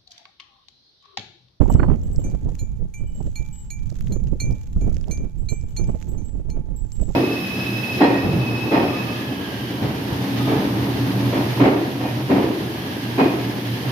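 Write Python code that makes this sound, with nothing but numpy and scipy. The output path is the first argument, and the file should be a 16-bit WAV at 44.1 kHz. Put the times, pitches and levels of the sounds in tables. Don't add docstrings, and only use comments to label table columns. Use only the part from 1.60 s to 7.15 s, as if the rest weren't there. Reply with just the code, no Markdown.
import sys
import numpy as np
from scipy import signal
from scipy.fft import rfft, irfft, next_fast_len
from scipy.io import wavfile
from scipy.ndimage import uniform_filter1d, map_coordinates

SR = 44100
rng = np.random.default_rng(int(sys.argv[2]) if len(sys.argv) > 2 else 0)


def wav_record(signal):
    frames = np.transpose(np.atleast_2d(signal))
    bounded = np.clip(frames, -1, 1)
    quanta = np.round(bounded * 32767).astype(np.int16)
    wavfile.write(sys.argv[1], SR, quanta)


N = 244755


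def amp(db):
    return np.exp(np.asarray(db) * np.log(10) / 20)


def unit(x):
    return x / np.sqrt(np.mean(x ** 2) + 1e-20)


def pan(db):
    gains = amp(np.reshape(db, (1, -1)) * np.array([[.5], [-.5]]))
    return gains / gains.mean(0)


def curves(rows):
    times, *columns = np.transpose(rows)
    return [np.interp(np.arange(N) / SR, times, column) for column in columns]


def wobble(rate):
    points = rng.standard_normal(int(N * rate / SR) + 4)
    return map_coordinates(points, [np.arange(N) * rate / SR])


def filtered(x, response):
    size = next_fast_len(N + SR // 4)
    spectrum = rfft(x, size) * response(np.fft.rfftfreq(size, 1 / SR))
    return irfft(spectrum, size)[..., :N]


def coloured(x, spectrum):
    f, db = np.transpose(spectrum)
    return unit(filtered(x, lambda hz: amp(np.interp(np.log(hz + 1), np.log(f), db))))


def even(x, seconds):
    size = int(seconds * SR) + 1
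    power = uniform_filter1d(uniform_filter1d(x ** 2, size), size)
    return x / np.sqrt(np.abs(power) + 1e-9)


def add(track, s, sound):
    start = max(round(s * SR), 0)
    part = track[..., start:start + sound.shape[-1]]
    part += sound[..., :part.shape[-1]]


def burst(lo_hz, hi_hz, t60, order=2, rise=0):
    t = np.arange(SR // 10) / SR
    band = signal.butter(order, [lo_hz, min(hi_hz, SR / 2 - 1)], "band", fs=SR, output="sos")
    onset = np.minimum(t / rise, 1) if rise else 1
    puff = signal.sosfilt(band, rng.standard_normal(len(t)) * onset * amp(-60 * t / t60))
    return puff / np.abs(puff).max()


def ring(modes, attack, scatter_db):
    t = np.arange(SR // 2) / SR
    out = np.zeros((2, len(t)))
    for hz, db, t60, side_db, lead in modes:
        fade = amp(db + scatter_db * rng.standard_normal() - 60 * t / t60)
        phase = 2 * np.pi * hz * t + lead * np.array([[.5], [-.5]])
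        out += pan(side_db) * fade * np.sin(phase)
    return out * (1 - np.exp(-t / attack))


# (t/s, level/dB, height on the wall about -1..1, angle round the rim/degrees,
# extra strike note level/dB, extra clang level/dB, clang shift f/Hz, low hum level/dB)
CLAPPER_BLOWS = [(0.64,-50,1.23,100,-1.5,-17,0,-58), (0.991,-43,-0.46,54,-7,-1.5,-8,-63.5),
                 (1.339,-48,0.53,97,6.5,-19,0,-64), (1.756,-44,-0.67,33,6.5,-4,21,-57.5),
                 (2.103,-40,-0.89,11.6,0.5,3.5,8,-63), (2.522,-44.5,0.25,54,-12.5,3.5,16,-62.5),
                 (2.801,-39,0.94,70.4,4,-0.5,1,-59), (3.211,-53,0.45,56,0,-6,0,-64),
                 (3.51,-40.5,0.9,15.8,-0.5,-5,5,-63.5), (3.887,-48,1.4,86,6.5,0.5,4,-65),
                 (4.167,-43.5,1.03,72,-0.5,-2.5,15,-52.5), (4.577,-59,1.4,56,-4.5,-5.5,0,-70),
                 (4.901,-55,0.77,96,-3,1.5,6,-55)]
# (f/Hz, relative level/dB, 60 dB fade t/s, waves round the rim,
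# antinode (strongest spot)/degrees, node depth 0-1, level per unit of height/dB, left minus right level/dB,
# left phase lead/radians)
COLLAR_MODES = [(2342.5, 0, .43, 2, 0, 0, 1.4, -7, .58), (4138, 0, .08, 4, 55, .8, 4.1, -3, .2),
                (4243, 12, .08, 4, 77.5, 1, 4.1, -3, .2), (4195, -3, .03, 4, 55, .3, 4.1, -3, .2),
                (4310, -9, .06, 4, 86, 1, 4.1, -3, .2), (6182, -1, .19, 5, 25, 1, 8.8, -10, 2.3),
                (6319, 2, .25, 5, 43, 1, 8.8, -10, 2.4), (6684, 4, .21, 2, 18, 1, -2.2, -9, 1.3),
                (6863, 5, .21, 2, 63, 1, -2.2, -9, 1.4), (8583, -4, .18, 6, 39, 1, 2, 4, 2.6),
                (8760, -6, .14, 6, 54, 1, 2, 3, 2.6), (10700, -11, .11, 7, 0, .4, 0, -13, 2.5),
                (11160, -11, .13, 3, 10, .4, 0, -14, 2.6), (11375, -9, .14, 3, 40, .4, 0, -14, 3.1),
                (12980, -14, .11, 8, 0, .4, 0, -13, -.3)]
NODE_FLOOR = 0.01
CLANG_ROUGH, CLANG_ROUGH_HZ = .22, 150
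SCUFF_DB, KNOCK_DB = -1.5, -1.5


def collar_bell():
    out, clang = np.zeros((2, 2, N))
    hz, mode_db, t60, waves, antinode, depth, height_db, side_db, lead = np.transpose(COLLAR_MODES)
    is_note = hz < 3000
    is_clang = (hz > 3000) & (hz < 5000)
    for s, db, height, angle, note_db, clang_db, shift_hz, _ in CLAPPER_BLOWS:
        closeness = np.cos(np.radians(waves * (angle - antinode))) ** 2
        node_db = 10 * np.log10(closeness + NODE_FLOOR)
        level_db = db + mode_db + height_db * height + depth * node_db
        level_db = level_db + note_db * is_note + clang_db * is_clang
        modes = np.transpose([hz + shift_hz * is_clang, level_db, t60, side_db, lead])
        add(out, s, ring(modes[~is_clang], attack=0.001, scatter_db=0.4))
        add(clang, s, ring(modes[is_clang], attack=0.0017, scatter_db=6.0))
        scuff = amp(db + SCUFF_DB) * burst(1200, 8600, t60=0.075, order=4)
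        splash = amp(db - 6) * burst(10600, 13300, t60=0.15, order=4)
        knock = amp(db + KNOCK_DB) * burst(800, 7600, t60=0.011)
        add(out, s, pan(-3) * scuff)
        add(out, s, pan(-21) * splash)
        add(out, s - .001, pan(-22) * knock)
    return out + clang * (1 + CLANG_ROUGH * wobble(CLANG_ROUGH_HZ))


HUM_HZ, HUM_T60_S, HUM_START_DB = 865, 2.9, -57


def bell_hum():
    t = np.arange(N) / SR
    blows = [(0, HUM_START_DB)] + [(s, hum_db) for s, *_, hum_db in CLAPPER_BLOWS]
    swells = []
    for s, db in blows:
        onset = np.clip((t - s) / 0.0018, 0, 1)
        swells.append(amp(db - 60 * np.abs(t - s) / HUM_T60_S) * onset)
    return pan(-3.5) * np.max(swells, axis=0) * np.sin(2 * np.pi * HUM_HZ * t)


# (t/s, level/dB,
# lowest family relative level/dB, highest family relative level/dB)
PELLET_BLOWS = [(.029, -60, -28, -32), (0.098, -45.5, -19, -3.5), (0.432, -59, -17, -3),
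                (.527, -53, -32, -9), (.593, -59.5, -19, -2), (1.377, -61.5, -16, -10),
                (1.471, -57.5, -13.5, -12), (1.549, -55, -24, -12), (1.642, -65.5, -11.5, -8),
                (1.927, -50, -20, -12), (1.981, -49, -28, -14), (3.782, -58.5, -29, -8),
                (3.899, -45, -29, -9), (4.088, -60, -24, -7), (4.271, -54, -31, -16), (4.485, -53, -27, -4),
                (4.648, -58, -25, -8), (5.162, -47.5, -42, -14), (5.323, -47, -36, -14.5),
                (5.411, -42, -34, -23)]
# (f/Hz, level in the family/dB,
# 60 dB fade t/s, left minus right level/dB, left phase lead/radians)
PELLET_MODES = [
    [(2940, -5.5, 0.21, 18, 0.35), (2986, 5.5, 0.46, -14, 0.34)],
    [(3810, -36, .5, -9, .2), (4888, -34, .5, -6, .6), (5636, -31, .6, -8, 1.2), (7654, -1, .38, 1, -.5),
     (7680, -12, .3, 1, -.5)],
    [(11480, -8, .16, -12, -2.5), (11782, -4, .17, -14, -1.5), (11915, -9, .16, -14, -1.6),
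     (12085, -5, .17, -15, -1.7)],
]


def pellet_bell():
    out = np.zeros((2, N))
    for s, db, low_db, high_db in PELLET_BLOWS:
        modes = []
        for family, family_db in zip(PELLET_MODES, [low_db, 0, high_db]):
            for hz, mode_db, *rest in family:
                modes.append((hz, db + family_db + mode_db, *rest))
        add(out, s, amp(4.0) * ring(modes, attack=0.00082, scatter_db=3.0))
    return out


# (t/s, click level/dB before a cut below, woody knock level/dB,
# bright edge level/dB, left minus right level/dB)
LOUD_SNAPS = [(.1245,-27.5,-43,-73,-17), (0.1403,-27,-34,-79,-15), (0.3604,-40,-46,-59,-9),
              (0.415,-40,-63,-65,-12), (.5607,-27.5,-55,-71,-12), (0.6996,-34.5,-55,-58,-10),
              (0.9524,-32,-40,-47,-13), (0.9862,-36,-54,-60,-7), (1.854,-41,-61,-58,-4),
              (2.191,-44,-49,-66,-15), (2.3016,-28.5,-47,-54,-10), (2.326,-37,-59,-64,-12),
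              (2.356,-37,-43.5,-60,-12), (2.4086,-36,-35.5,-39,-12), (2.4722,-45,-34.5,-51,6),
              (2.484,-41,-46,-53,-12), (2.672,-39,-42.5,-61,-12), (2.9105,-33,-47,-42,-19),
              (2.927,-33,-53,-53,-16), (3.297,-37,-45,-59,-4), (3.344,-30,-50,-57,-8),
              (3.3675,-29.5,-35,-57,-20), (3.412,-33.5,-51,-68,-12), (3.442,-44,-38.5,-53,9),
              (3.483,-32.5,-47,-47,-11), (3.5746,-32,-43,-67,-14), (4.012,-38,-52,-66,-14),
              (4.1649,-23.5,-38,-55,-16), (4.242,-29.5,-42,-66,-16), (4.414,-45,-41.5,-55,-13),
              (4.426,-28.5,-35.5,-61,-28), (4.9014,-28,-43,-57,-15), (5.319,-27,-55,-63,-14)]
SMALL_SNAPS_PER_S, SMALL_SNAP_DB = 5.5, 16.5


def snaps():
    out = np.zeros((2, N))
    crunch_db, = curves(HOOF_CRUNCH)
    small = []
    for when, size, woody, bright in rng.random((round(SMALL_SNAPS_PER_S * N / SR), 4)):
        db = crunch_db[int(when * N)] + SMALL_SNAP_DB - 6 * size
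        small.append((when * N / SR, db, db - 14 * woody, db - 5 - 15 * bright, -10))
    for s, click_db, knock_db, edge_db, side_db in LOUD_SNAPS + small:
        click = amp(click_db - 7.5) * burst(4700, 7430, t60=0.0068, order=3)
        edge = amp(edge_db) * burst(9200, 15000, t60=0.0046)
        knock = amp(knock_db) * burst(1130, 3200, t60=0.0047)
        add(out, s, pan(side_db) * (click + edge + knock))
    return out


# (t/s, level/dB)
HOOF_CRUNCH = [(0.0, -63.5), (0.23, -71), (0.57, -69.5), (0.93, -70.5), (1.14, -75.5), (1.36, -77),
               (1.84, -66.5), (2.1, -75.5), (2.44, -64.5), (2.75, -73.5), (2.95, -68), (3.41, -71),
               (3.54, -73), (3.82, -74), (4.4, -65), (4.64, -74), (5.02, -81), (5.55, -63.5)]
# (f/Hz, relative level per Hz/dB)
SNOW_COLOUR = [(900, 1), (2000, -2), (3500, -1.5), (5200, -5.5), (6600, 4.5), (7600, -0.5), (9200, -28),
               (11000, -9.5), (14000, -8.5), (15000, -39)]
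TREAD_S, TREAD_DB = 0.015, -40


def snow():
    t = np.arange(N) / SR
    treads = sum(amp(db + TREAD_DB) * np.exp(-((t - s) / TREAD_S) ** 2) for s, db, *_ in LOUD_SNAPS)
    level = np.hypot(amp(curves(HOOF_CRUNCH)[0]), treads)
    is_crack = rng.random(N) < 550 / SR
    sizes = is_crack * amp(3.96 * np.minimum(rng.exponential(size=N), 5))
    grains = signal.lfilter([1], [1, -np.exp(-1 / (0.0021 * SR))], sizes)
    shared, own = rng.standard_normal(N), rng.standard_normal((2, N))
    cracks = coloured(grains * (shared + 7.1 * own), SNOW_COLOUR)
    return pan(-7.0) * amp(8.0) * level * cracks


# (t/s, puff level/dB, top of the puff f/Hz, pressure swing level/dB)
EDDY_SLAPS = [(.014,-19.5,1140,-6.5), (0.057,-28.5,940,-18), (0.099,-15.5,1034,-6.5), (0.15,-26,1440,-3),
              (.197,-19.5,1590,-11), (.231,-17.5,1750,-10.5), (0.24,-21,1110,-22), (.261,-35,1230,-22),
              (0.285,-25,1140,-12.5), (.299,-24.5,1270,-3), (0.316,-30.5,1250,-8), (.340,-36,1140,-20),
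              (0.59,-28.5,575,-16.5), (0.882,-32.5,830,-24), (1.212,-36,570,-27), (1.603,-34.5,850,-26),
              (1.672,-32.5,603,-24), (1.799,-42,490,-23), (2.320,-38,750,-35), (2.512,-31,580,-27),
              (2.537,-38.5,660,-33), (2.725,-23,690,-9.5), (2.747,-31,534,-21), (2.917,-37,750,-14.5),
              (3.164,-41,1270,-13.5), (3.277,-32,785,-20), (3.365,-37,574,-21), (3.477,-32.5,860,-33),
              (3.597,-39,493,-22), (3.933,-36.5,605,-28), (4.213,-38,1030,-11.5), (4.289,-35,1200,-28),
              (4.348,-28.5,694,-16.5), (5.423,-27.5,660,-21), (5.501,-33,816,-25)]
EDDY_RISE_S, EDDY_T60_S, SWING_S = 0.00073, 0.039, 0.0017


def eddies():
    out = np.zeros(N)
    lead = .012
    t = np.arange(-lead, lead, 1 / SR)
    crest = np.hanning(len(t)) / (1 + (t / SWING_S) ** 2)
    for s, puff_db, top_hz, swing_db in EDDY_SLAPS:
        puff = burst(268, top_hz, t60=EDDY_T60_S, order=5, rise=EDDY_RISE_S)
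        add(out, s - lead, amp(swing_db) * rng.choice([-1, 1]) * crest)
        add(out, s - .001, amp(puff_db) * puff)
    return pan(-23.5) * out


# (crest t/s, length t/s, flutter level/dB, left minus right level/dB,
# rumble over flutter level/dB)
GUST_HITS = [(0.008, 0.039, -17, -27, 6), (0.05, 0.023, -27, -24, 9.5), (0.1, 0.039, -23, -26, 1.5),
             (0.151, 0.013, -22.5, -23, 15.5), (0.201, 0.029, -21.5, -18, 2), (0.233, 0.037, -22, -11, 0),
             (0.303, 0.033, -21, -28, -0.5), (0.331, 0.03, -22.5, -13, 5.5),
             (0.508, 0.25, -37.5, -2.5, 13.5), (0.586, 0.013, -30, -33, 14.5), (0.659, 0.066, -30, -2, 7.5),
             (0.743, 0.029, -33.5, -20, 14), (0.869, 0.071, -31.5, -7.5, 11.5), (1.025, 0.027, -37, -6, 18),
             (1.225, 0.043, -35, -11, 13.5), (1.421, 0.027, -38, -30, 14.5), (1.604, 0.041, -37.5, -16, 10),
             (1.662, 0.029, -35.5, -3, 16.5), (1.807, 0.034, -43, -15.5, 18.5),
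             (2.324, 0.022, -40.5, -25, 10.5), (2.524, 0.035, -31.5, -29, 7.5),
             (2.565, 0.011, -30.5, -27, 4.5), (2.73, 0.012, -27.5, -13, 6), (2.852, 0.062, -34, -4.5, 14.5),
             (2.906, 0.048, -31, -7, 12.5), (3.177, 0.029, -35, 2.5, 19.5), (3.234, 0.047, -30, -4.5, 10),
             (3.278, 0.04, -27.5, -6, 10), (3.37, 0.024, -38.5, 2, 11), (3.498, 0.041, -30.5, -17, 8),
             (3.584, 0.06, -36.5, -1, 14), (3.639, 0.043, -35.5, -26, 12.5), (3.809, 0.1, -44, -16.5, 20.5),
             (3.923, 0.021, -32.5, -36, 10.5), (4.039, 0.0062, -35, -20, 10), (4.207, 0.021, -29, -20, 11),
             (4.297, 0.024, -27, -9, 5.5), (4.346, 0.014, -31, -9, 5), (4.546, 0.22, -39, -24, 12.5),
             (4.767, 0.053, -35, -15.5, 11.5), (4.893, 0.069, -37, -10.5, 14.5),
             (4.978, 0.054, -33.5, -11, 12.5), (5.116, 0.071, -40.5, -37, 15.0),
             (5.234, 0.049, -42.5, -22, 19.5), (5.41, 0.052, -34, -25, 15.5), (5.492, 0.015, -28, -20, 6.5)]
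GUST_RISE, GUST_TAIL = 0.75, 1.9


def gusts():
    t = np.arange(N) / SR
    rumble, flutter = np.zeros((2, 2, N))
    for s, length, db, side_db, rumble_db in GUST_HITS:
        width = np.where(t < s, GUST_RISE * length, length)
        shape = 1 / (1 + ((t - s) / width) ** 2) ** GUST_TAIL
        power = (pan(side_db) * amp(db) * shape) ** 2
        flutter += power
        rumble += power * amp(rumble_db) ** 2
    return np.sqrt(rumble), np.sqrt(flutter)


# (t/s, level/dB)
STEADY_WIND = [(0.0, -28), (0.3, -24.5), (0.42, -30.5), (0.9, -38), (1.1, -34.5), (1.36, -38), (1.55, -33),
               (1.95, -40), (2.25, -37), (2.5, -32), (3.05, -33), (3.45, -33.5), (3.73, -43), (4.1, -33.5),
               (4.25, -28), (4.45, -41.5), (5.3, -40), (5.55, -37.5)]
# (f/Hz, relative level per Hz/dB)
RUMBLE_COLOUR = [(10, 0.5), (25, 1), (43, 0.5), (65, -3.5), (110, -6.5), (180, -13.5), (300, -29.5),
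                 (600, -57.5), (1200, -78)]
# (f/Hz, relative level per Hz/dB)
FLUTTER_COLOUR = [(60, -34), (140, 1), (250, -1), (400, -7.5), (650, -18), (1000, -31), (1600, -40.5),
                  (3000, -47), (8000, -86)]
CALM_DB, FLUTTER_GROWS = -33.5, 2.3


def wind():
    wind_db, = curves(STEADY_WIND)
    swell_db = 3.2 * np.array([wobble(22.67), wobble(12)])
    flutter_db = CALM_DB + FLUTTER_GROWS * (wind_db - CALM_DB) + .5 * swell_db
    gust_rumble, gust_flutter = gusts()
    rumble = even(coloured(rng.standard_normal((2, N)), RUMBLE_COLOUR), seconds=0.047)
    lumps = amp(5.1 * np.array([wobble(110), wobble(110)]))
    flutter = even(coloured(lumps * rng.standard_normal((2, N)), FLUTTER_COLOUR), seconds=0.032)
    rumble_level = np.hypot(pan(-5.5) * amp(wind_db + swell_db + 6.0), gust_rumble)
    flutter_level = np.hypot(pan(-9.5) * amp(flutter_db - 15.5), gust_flutter)
    return rumble_level * rumble + flutter_level * flutter


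# (t/s, f/Hz, level/dB, 60 dB fade t/s)
FAR_BELL_PING = (.185, 4330, -59, .45)


def far_bell():
    out = np.zeros((2, N))
    s, hz, db, t60 = FAR_BELL_PING
    add(out, s, ring([(hz, db, t60, -4, 0)], attack=.002, scatter_db=3))
    return out


# (f/Hz, relative level per Hz/dB)
AIR_COLOUR = [(50, -0.5), (300, -2), (800, -11.5), (1500, -18), (3000, -22.5), (7000, -27), (9500, -27),
              (14000, -32)]


def air():
    return pan(7.2) * amp(-62.0) * coloured(rng.standard_normal((2, N)), AIR_COLOUR)


def scene():
    bells = collar_bell() + bell_hum() + pellet_bell() + far_bell()
    trampling = snaps() + snow()
    return bells + trampling + wind() + eddies() + air()


TOP_HZ = 14900


def record(dry):
    held = dry / (1 + np.abs(dry) ** 6) ** (1 / 6)
    fade_in = np.minimum(np.arange(N) / (.004 * SR), 1)
    return filtered(held * fade_in, lambda hz: hz < TOP_HZ)


dry = scene()
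out = record(dry)
wav_record(out)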